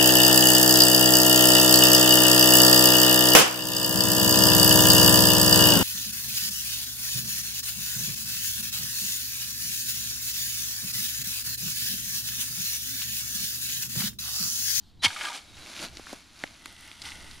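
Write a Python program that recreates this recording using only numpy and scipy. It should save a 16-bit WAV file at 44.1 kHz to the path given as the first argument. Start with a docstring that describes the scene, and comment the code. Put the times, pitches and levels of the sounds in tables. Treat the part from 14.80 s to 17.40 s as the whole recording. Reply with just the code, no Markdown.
"""A bundle of split sticks drops onto dry leaves in a quiet wood: a crunch, a thud, then a clatter as the pile spreads.
The clatter is decaying wood modes after rough contacts; the crunch is coloured crackle, the thud a damped low swing.
Close by, someone steps and kneels: leaves rustle as showers of tiny fractures, and twigs or joints crack as short snaps.
Far off a small bird pipes in arched sine notes over a blur of birdsong, and light air rumbles at the microphone,
all made of filtered noise but the notes. 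A close stereo pair hears it, with a faint echo from the trees."""
import sys
import numpy as np
from scipy import signal
from scipy.fft import rfft, irfft
from scipy.io import wavfile

SR = 44100
rng = np.random.default_rng(int(sys.argv[2]) if len(sys.argv) > 2 else 0)


def store_pcm(level_fs):
    """Save levels as 16-bit WAV."""
    pcm = np.round(np.clip(level_fs, -1, 1) * 32767).astype(np.int16)
    wavfile.write(sys.argv[1], SR, np.atleast_2d(pcm).T)


N = 114660  # length in samples


def amp(db):
    """Converts decibels to gain."""
    return 10 ** (np.asarray(db) / 20)


def unit(x):
    """Scales a signal to rms 1."""
    return x / np.sqrt(np.mean(x ** 2) + 1e-20)


def read(points, hz):
    """Reads a spectrum table on a log-frequency axis."""
    f, value = np.transpose(points)
    return np.interp(np.log(hz + 1), np.log(f + 1), value)


def level(rows, axis=1):
    """Gain over time from a table in dB; outside its span the end value fades away."""
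    rows, t = np.array(rows), np.arange(N) / SR
    outside = np.maximum(np.maximum(rows[0, 0] - t, t - rows[-1, 0]), 0)
    gain = amp(np.interp(t, rows[:, 0], rows[:, axis]))
    return gain * np.exp(-outside / .03)


def add(mix, s, sound):
    """Mixes a sound in at a time in seconds."""
    part = mix[max(round(s * SR), 0):][:len(sound)]
    part += sound[:len(part)]


def causal(db_at, size=4096):
    """Minimum-phase impulse response: it starts at once and has the given spectrum."""
    hz = abs(np.fft.fftfreq(size, 1 / SR))
    log_gain = np.log(amp(np.maximum(db_at(hz), -90)))
    spectrum = np.exp(np.conj(signal.hilbert(log_gain)))
    return np.fft.ifft(spectrum).real[:size // 2]


def colour(x, points):
    """Filters a signal by a spectrum table, at rms 1."""
    response = causal(lambda hz: read(points, hz))
    return unit(signal.fftconvolve(x, response)[:len(x)])


def hump(hz, centre, octaves):
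    """A broad peak in dB, with skirts that straighten on a log-frequency axis."""
    distance = np.log2((hz + 1) / centre) / octaves
    return -20 * (np.sqrt(1 + distance ** 2) - 1)


# Modes of the split sticks. Each row: frequency in Hz, level in dB, 60 dB decay time in seconds.
WOOD_MODES = [(700,-10,.05),(810,-6.5,0.043),(957,-10,0.11),(1202,-9.5,.12),(1310,-12,0.095),(1460,-1.5,0.042),(1637,-3.5,0.091),(2197,2,0.061),(2417,-3.5,0.048),(2966,-2,0.044),(3020,-15,0.045),(3182,1.5,0.046),(3620,0,0.042),(4398,-5,0.058),(4900,3,0.034),(5650,-6,.04)]
# Stick against stick, close by. Each row: start in seconds, level in dB,
# pitch that rings most in Hz, width of the ringing range in octaves.
KNOCKS = [(0.234,-28,5000,0.84),(0.2443,-19.5,4830,0.9),(.2492,-12.5,3070,0.31),(.2535,-14.5,3100,0.47),(.258,-13.5,2370,0.44),(0.2629,-29,960,0.33),(.280,-29,4150,0.43),(.304,-31.5,1680,0.89),(.331,-44,2020,1),(.361,-33,1310,.2),(.362,-41,2300,.6),(.368,-35,2200,0.62),(.392,-35,1900,0.64),(.410,-25,1770,0.48),(.416,-31,2420,.9),(.424,-35,1400,0.64),(.436,-29.5,1700,.6),(.445,-32,1080,.6),(.4505,-25.5,2950,0.25),(.453,-29.5,1637,0.22),(.469,-31,1190,.1),(.484,-33.5,1850,0.46),(0.498,-34,990,0.28),(.520,-36,1090,0.58),(.540,-45,1690,0.32),(.551,-53,850,0.35),(.575,-37.5,4040,.7),(.594,-50,1520,.7)]
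MODE_SPREAD_DB, DETUNE = 2, 0.0032  # standard deviations per knock; detune as a fraction of pitch
CLACK_DB, CLACK_S, CLACK_OCTAVES = -3.5, 0.0042, 0.93  # rough contact: level, decay, bandwidth


def sticks():
    """Each knock is a short rough contact that rings the wood's modes around one pitch."""
    out, t = np.zeros(N), np.arange(SR // 4) / SR
    hz, db, t60 = np.transpose(WOOD_MODES)
    decay = np.exp(-np.log(1000) * t / t60[:, None])
    onset = 1 - np.exp(-t / 0.0005)
    for s, knock_db, centre, octaves in KNOCKS:
        strength, detune, sign = rng.standard_normal((3, len(hz)))
        weight = amp(db + MODE_SPREAD_DB * strength + hump(hz, centre, octaves))
        weight = np.sign(sign) * weight / np.linalg.norm(weight)
        mode_hz = hz * (1 + DETUNE * detune)
        modes = np.sin(2 * np.pi * mode_hz[:, None] * t) * decay
        ring = weight @ modes * onset
        contact = causal(lambda f: hump(f, centre, CLACK_OCTAVES))
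        grit = signal.fftconvolve(rng.standard_normal(len(t)), contact)[:len(t)]
        clack = amp(CLACK_DB) * unit(grit) * np.exp(-t / CLACK_S)
        add(out, s, amp(knock_db) * (ring + clack))
    return out


FRACTURE_CAP = 3.67  # largest fracture, in multiples of the size spread


def crackle(per_s, spread_db):
    """Tiny leaf fractures as random clicks: many small, a few large."""
    size = amp(spread_db * np.minimum(rng.exponential(1, N), FRACTURE_CAP))
    return size * rng.choice([-1, 1], N) * (rng.random(N) < per_s / SR)


def thump(hz, rise_s):
    """A soft, heavily damped low swing whose envelope peaks after rise_s."""
    t = np.arange(SR // 4) / SR
    envelope = t / rise_s * np.exp(1 - t / rise_s)
    return np.sin(2 * np.pi * hz * t) * envelope


# The bundle crushes the leaves. Each row: time in seconds, level in dB.
CRUSH = [(.212,-79),(.224,-39.5),(.234,-27),(.246,-17.5),(.258,-25),(.267,-26),(.278,-43.5),(.31,-62)]
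# Spectrum of the crushed litter. Each row: frequency in Hz, level in dB.
CRUSH_COLOUR = [(120, -30), (200, -26.5), (702, -7), (1510, -5), (2380, 0), (2650, -9), (3070, 6),
                (3750, -2), (4260, -3), (5700, -4.5), (8660, -18.5), (9480, -8), (15500, -44)]
# The ground takes the weight. Each row: start in seconds, level in dB, pitch in Hz,
# twice the envelope's rise time in seconds.
THUDS = [(.243,-35,267,0.0097),(.254,-40,168,0.014),(.264,-36,98,0.015)]


def landing():
    """The bundle crushes the leaf litter in a dense crackle and thuds on the soil."""
    fractures = crackle(per_s=9000, spread_db=1)
    out = colour(fractures, CRUSH_COLOUR) * level(CRUSH)
    for s, db, hz, double_rise_s in THUDS:
        add(out, s, amp(db) * thump(hz, double_rise_s / 2))
    return out


LEAF_PER_S, LEAF_SPREAD_DB = 5000, 2  # fractures per second, spread of their sizes
TICKS_PER_S, TICK_DB, TICK_SPREAD_DB = 320, -9, 2.6  # snaps above the rustle; level against it
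TICK_LOW_HZ, TICK_HIGH_HZ, TICK_OCTAVES = 2500, 12000, .6  # range of pitches, width of each


def ticks(count=10):
    """Single leaf snaps, spread over a set of pitches, stand out of the rustle."""
    out = np.zeros(N)
    for centre in np.geomspace(TICK_LOW_HZ, TICK_HIGH_HZ, count):
        snap = unit(causal(lambda f: hump(f, centre, TICK_OCTAVES)))
        out += signal.fftconvolve(crackle(TICKS_PER_S / count, TICK_SPREAD_DB), snap)[:N]
    return amp(TICK_DB) * unit(out)


# Leaves under the sliding sticks. Each row: time in seconds, level in dB.
SETTLE = [(.25,-66),(.28,-40.5),(.34,-41.5),(.39,-39.5),(.45,-36),(.49,-37.5),(.52,-42.5),(.555,-36.5),(.585,-45.5),(.62,-53.5),(.75,-72)]
# Spectrum of those leaves. Each row: frequency in Hz, level in dB.
SETTLE_COLOUR = [(88, -62), (150, -32), (268, -11.5), (462, -18.5), (812, -4.5), (1090, -14.5), (1200, -8),
                 (1980, -11), (2230, -4), (2760, -12.5), (3040, -7), (9920, -18), (13800, -33),
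                 (15500, -62)]


def leaves_under_pile():
    """Leaf fractures and single snaps crackle under the spreading pile."""
    fractures = crackle(LEAF_PER_S, LEAF_SPREAD_DB)
    return colour(unit(fractures) + ticks(), SETTLE_COLOUR) * level(SETTLE)


# Leaves under boots and knees. Each row: time in seconds, crackle level in dB, low crunch level in dB.
KNEEL = [(.6,-59,-67),(.73,-56,-63),(.775,-50,-62),(.86,-46.5,-54),(.95,-43.5,-56.5),(1.04,-36,-43),(1.07,-44.5,-51.5),(1.11,-54.5,-60.5),(1.16,-50,-59.5),(1.25,-50.5,-66),(1.295,-44.5,-56.5),(1.35,-49.5,-56.5),(1.44,-56.5,-69.5),(1.52,-57.5,-69),(1.625,-48.5,-60),(1.7,-53,-63.5),(1.79,-54.5,-68),(1.87,-50.5,-60),(1.96,-52.5,-68.5),(2.04,-49.5,-61),(2.19,-52.5,-71),(2.235,-46.5,-59.5),(2.26,-38.5,-56.5),(2.3,-44,-64),(2.39,-48.5,-58),(2.51,-48.5,-61.5),(2.6,-51.5,-66)]
# Spectrum of the crackle under boots. Each row: frequency in Hz, level in dB.
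LEAF_COLOUR = [(530, -37.5), (900, -4.5), (1460, 1.5), (1870, -3), (2230, 0), (3060, -3), (4310, -1),
               (5020, -3.5), (6660, -6), (8430, -13.5), (9820, -9.5), (13700, -24), (15000, -31)]
# Spectrum of the crackle under knees. Each row: frequency in Hz, level in dB.
KNEE_COLOUR = [(530, -35), (900, -4), (1060, -8.5), (1480, -2), (1660, -10), (2030, 1), (2420, -10),
               (2790, -5.5), (3970, -6.5), (4460, -8.5), (5920, -10), (7230, -16.5), (9590, -12.5),
               (14100, -30), (15000, -35)]
# Spectrum of the low crunch. Each row: frequency in Hz, level in dB.
CRUNCH_COLOUR = [(60,-28),(150,-3),(300,6),(450,-4),(650,3),(950,-9.5),(1500,-15.5),(4000,-36.5)]
KNEES_S = 1.75  # the knees take over from here, within 0.1 s


def leaves_under_person():
    """One shower of fractures gives crisp crackle and low crunch, under boots and then knees."""
    fractures = crackle(LEAF_PER_S, LEAF_SPREAD_DB)
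    snaps = unit(fractures) + ticks()
    knees = np.clip((np.arange(N) / SR - KNEES_S) * 10, 0, 1)
    crisp = (1 - knees) * colour(snaps, LEAF_COLOUR) + knees * colour(snaps, KNEE_COLOUR)
    crunch = colour(fractures, CRUNCH_COLOUR)
    return crisp * level(KNEEL) + crunch * level(KNEEL, axis=2)


def leaves():
    """All the rustling litter: under the pile and under the person."""
    return leaves_under_pile() + leaves_under_person()


# Twigs and joints crack. Each row: start in seconds, peak level in dB, centre in Hz, width in octaves,
# level of the dull knock in dB.
CRACKS = [(.769,-36,3200,0.78,-69),(1.050,-25,2500,1.5,-49),(1.171,-22.5,3120,0.89,-41),(1.1952,-34,600,1.1,-39),(1.269,-30.5,1350,.5,-50),(1.3292,-26,570,.5,-33),(1.3334,-30,500,1.1,-37),(1.638,-16,2090,.8,-28),(1.6395,-29,600,.8,-37.5),(1.6755,-35,3000,.7,-63),(1.8583,-23,2700,1.6,-44),(1.859,-29,1500,1.4,-74),(1.926,-36,7000,1.2,-70),(2.009,-36,8000,1.4,-68),(2.077,-34,8000,1.1,-70),(2.1153,-29,2630,0.92,-52),(2.219,-26,4950,0.65,-63),(2.223,-26.5,4200,0.73,-56),(2.254,-29,2700,0.85,-65),(2.3196,-29,2350,0.74,-49),(2.5125,-30,4030,.8,-69)]
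SPLINTER, SPLINTER_S = .11, .002  # noise against the first click, decay
SNAP_TREBLE_DB = -23  # a second, weaker peak at 5200 Hz
KNOCK_HZ, KNOCK_RISE_S = 290, 0.0016


def cracks():
    """One sharp snap, a few milliseconds of splintering and a dull knock."""
    out, t = np.zeros(N), np.arange(SR // 40) / SR
    for s, db, centre, octaves, knock_db in CRACKS:
        def spectrum(f):
            """The crack's main peak, with the treble peak where that is louder."""
            return np.maximum(hump(f, centre, octaves), SNAP_TREBLE_DB + hump(f, 5200, 1))
        splinters = SPLINTER * rng.standard_normal(len(t)) * np.exp(-t / SPLINTER_S)
        snap = signal.fftconvolve((t == 0) + splinters, causal(spectrum))
        add(out, s, amp(db) * snap / abs(snap).max())
        add(out, s, amp(knock_db) * thump(KNOCK_HZ, KNOCK_RISE_S))
    return out


# Distant bird notes. Each row: start in seconds, length in seconds, level in dB, top pitch in Hz.
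BIRD = [(0.19,.055,-49.5,3960),(0.673,.045,-54,3840),(0.719,0.055,-56,3760),(0.787,0.063,-50.5,3970)]
BIRD_ARCH = 0.052  # each end lies this fraction below the top pitch


def bird():
    """Thin sine whistles that swell and arch slightly in pitch."""
    out = np.zeros(N)
    for s, length, db, hz in BIRD:
        arch = np.sin(np.pi * np.linspace(0, 1, int(length * SR)))
        pitch = hz * (1 - BIRD_ARCH * (1 - arch) ** 2)
        add(out, s, amp(db) * arch * np.sin(2 * np.pi * np.cumsum(pitch) / SR))
    return out


# Far birdsong blurred by the trees. Each row: time in seconds, level in dB.
CHORUS = [(0,-63.5),(.09,-64),(.14,-71),(.4,-62.5),(2.6,-74)]
# Spectrum of that birdsong. Each row: frequency in Hz, level in dB.
CHORUS_COLOUR = [(2000,-35),(3100,-8),(4300,-4),(5200,-13.5),(7500,-19),(14000,-27.5)]


def chorus():
    """Far birdsong, blurred to a band of noise."""
    return colour(rng.standard_normal(N), CHORUS_COLOUR) * level(CHORUS)


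# Wind rumble at the microphone. Each row: time in seconds, level in dB.
WIND = [(0,-59),(.2,-52.5),(.36,-60),(.55,-67.5),(.76,-51),(.9,-63),(1.1,-51.5),(1.38,-62),(1.6,-60.5),(2.15,-58.5),(2.28,-54.5),(2.42,-52.5),(2.58,-50.5)]
# Spectrum of the rumble. Each row: frequency in Hz, level in dB.
WIND_COLOUR = [(15,3),(40,-4.5),(75,2),(120,-6),(220,-11),(400,-21.5),(1200,-57)]


def wind():
    """A low breeze rumbles at the microphone as swelling, deep noise."""
    return colour(rng.standard_normal(N), WIND_COLOUR) * level(WIND)


# Spectrum of the still woodland air. Each row: frequency in Hz, level in dB.
AIR_COLOUR = [(88, -27.5), (150, -1.5), (300, -1.5), (556, -25), (701, -8.5), (1770, -17.5), (4210, -20),
              (10200, -37), (15000, -56)]


def air():
    """Still woodland air is a steady faint noise."""
    return amp(-66.5) * colour(rng.standard_normal(N), AIR_COLOUR)


# The trees' faint echo. 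Each row: frequency in Hz, 60 dB decay time in seconds.
WOODLAND = [(150,.4),(1000,1),(3000,0.97),(10000,1)]
ECHO_DB = -24.5


def trees(x):
    """Sparse echoes from trunks, different in each ear, die away at a rate set by frequency."""
    taps = rng.standard_normal((2, SR)) * (rng.random((2, SR)) < 2000 / SR)
    taps[:, :SR // 80] = 0  # no echo in the first 12.5 ms
    hz, t, z = signal.stft(taps, SR, nperseg=256)
    decay = np.exp(-np.log(1000) * t / read(WOODLAND, hz)[:, None])
    tail = signal.istft(z * decay, SR, nperseg=256)[1]
    return signal.fftconvolve(x[None], tail / np.linalg.norm(tail[0]), axes=1)[:, :N]


# Stereo width of the microphone pair. Each row: frequency in Hz, side against mid in dB.
WIDTH = [(30,-11),(90,-24),(300,-11),(2500,-12.5),(4300,-21.5),(6000,-16),(7500,-7),(9500,-3),(13000,-8)]
# Balance of the pair. Each row: frequency in Hz, left against right in dB.
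LEAN = [(60, -0.56), (130, -0.5), (290, 0.043), (640, -0.36), (1410, -0.46), (3100, 0.45), (6820, -0.55),
        (15000, -0.13)]


def microphones(x):
    """Two close ports: nearly alike in the mids, apart in the high treble where scattered sound differs."""
    hz, t = np.fft.rfftfreq(N, 1 / SR), np.arange(SR // 20) / SR
    scatter = rng.standard_normal(len(t)) * np.exp(-t / .009)
    side = rfft(scatter / np.linalg.norm(scatter), N) * amp(read(WIDTH, hz))
    lean = amp(read(LEAN, hz) / 2)  # half on each port
    return irfft(rfft(x) * np.array([(1 + side) * lean, (1 - side) / lean]), N)


# Rustle that differs between the two ports. Each row: frequency in Hz, level in dB.
SCATTERED = [(100,-18),(2000,-18),(4200,-32),(6000,-18),(8000,-6.5),(10000,-5),(14000,-12)]
WIND_SIDE_DB = -9


def diffuse():
    """Further rustle and breeze reach the two ports in opposite polarity, which widens them."""
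    share = amp(read(SCATTERED, np.fft.rfftfreq(N, 1 / SR)))
    rustle = irfft(rfft(leaves()) * share, N)
    side = rustle + amp(WIND_SIDE_DB) * wind()
    return np.array([side, -side])


def scene():
    """Sticks, person and bird before the microphone pair, with the background and the trees' echo."""
    near = sticks() + landing() + leaves() + cracks() + bird()
    background = air() + chorus() + wind()
    return microphones(near + background) + diffuse() + amp(ECHO_DB) * trees(near)


def record(dry):
    """The recorder's band limit: a steep low-pass at 15 kHz."""
    low_pass = signal.firwin(511, 15000, window=("kaiser", 9), fs=SR)
    return signal.oaconvolve(dry, low_pass[None], "same")


dry = scene()
out = record(dry)
store_pcm(out)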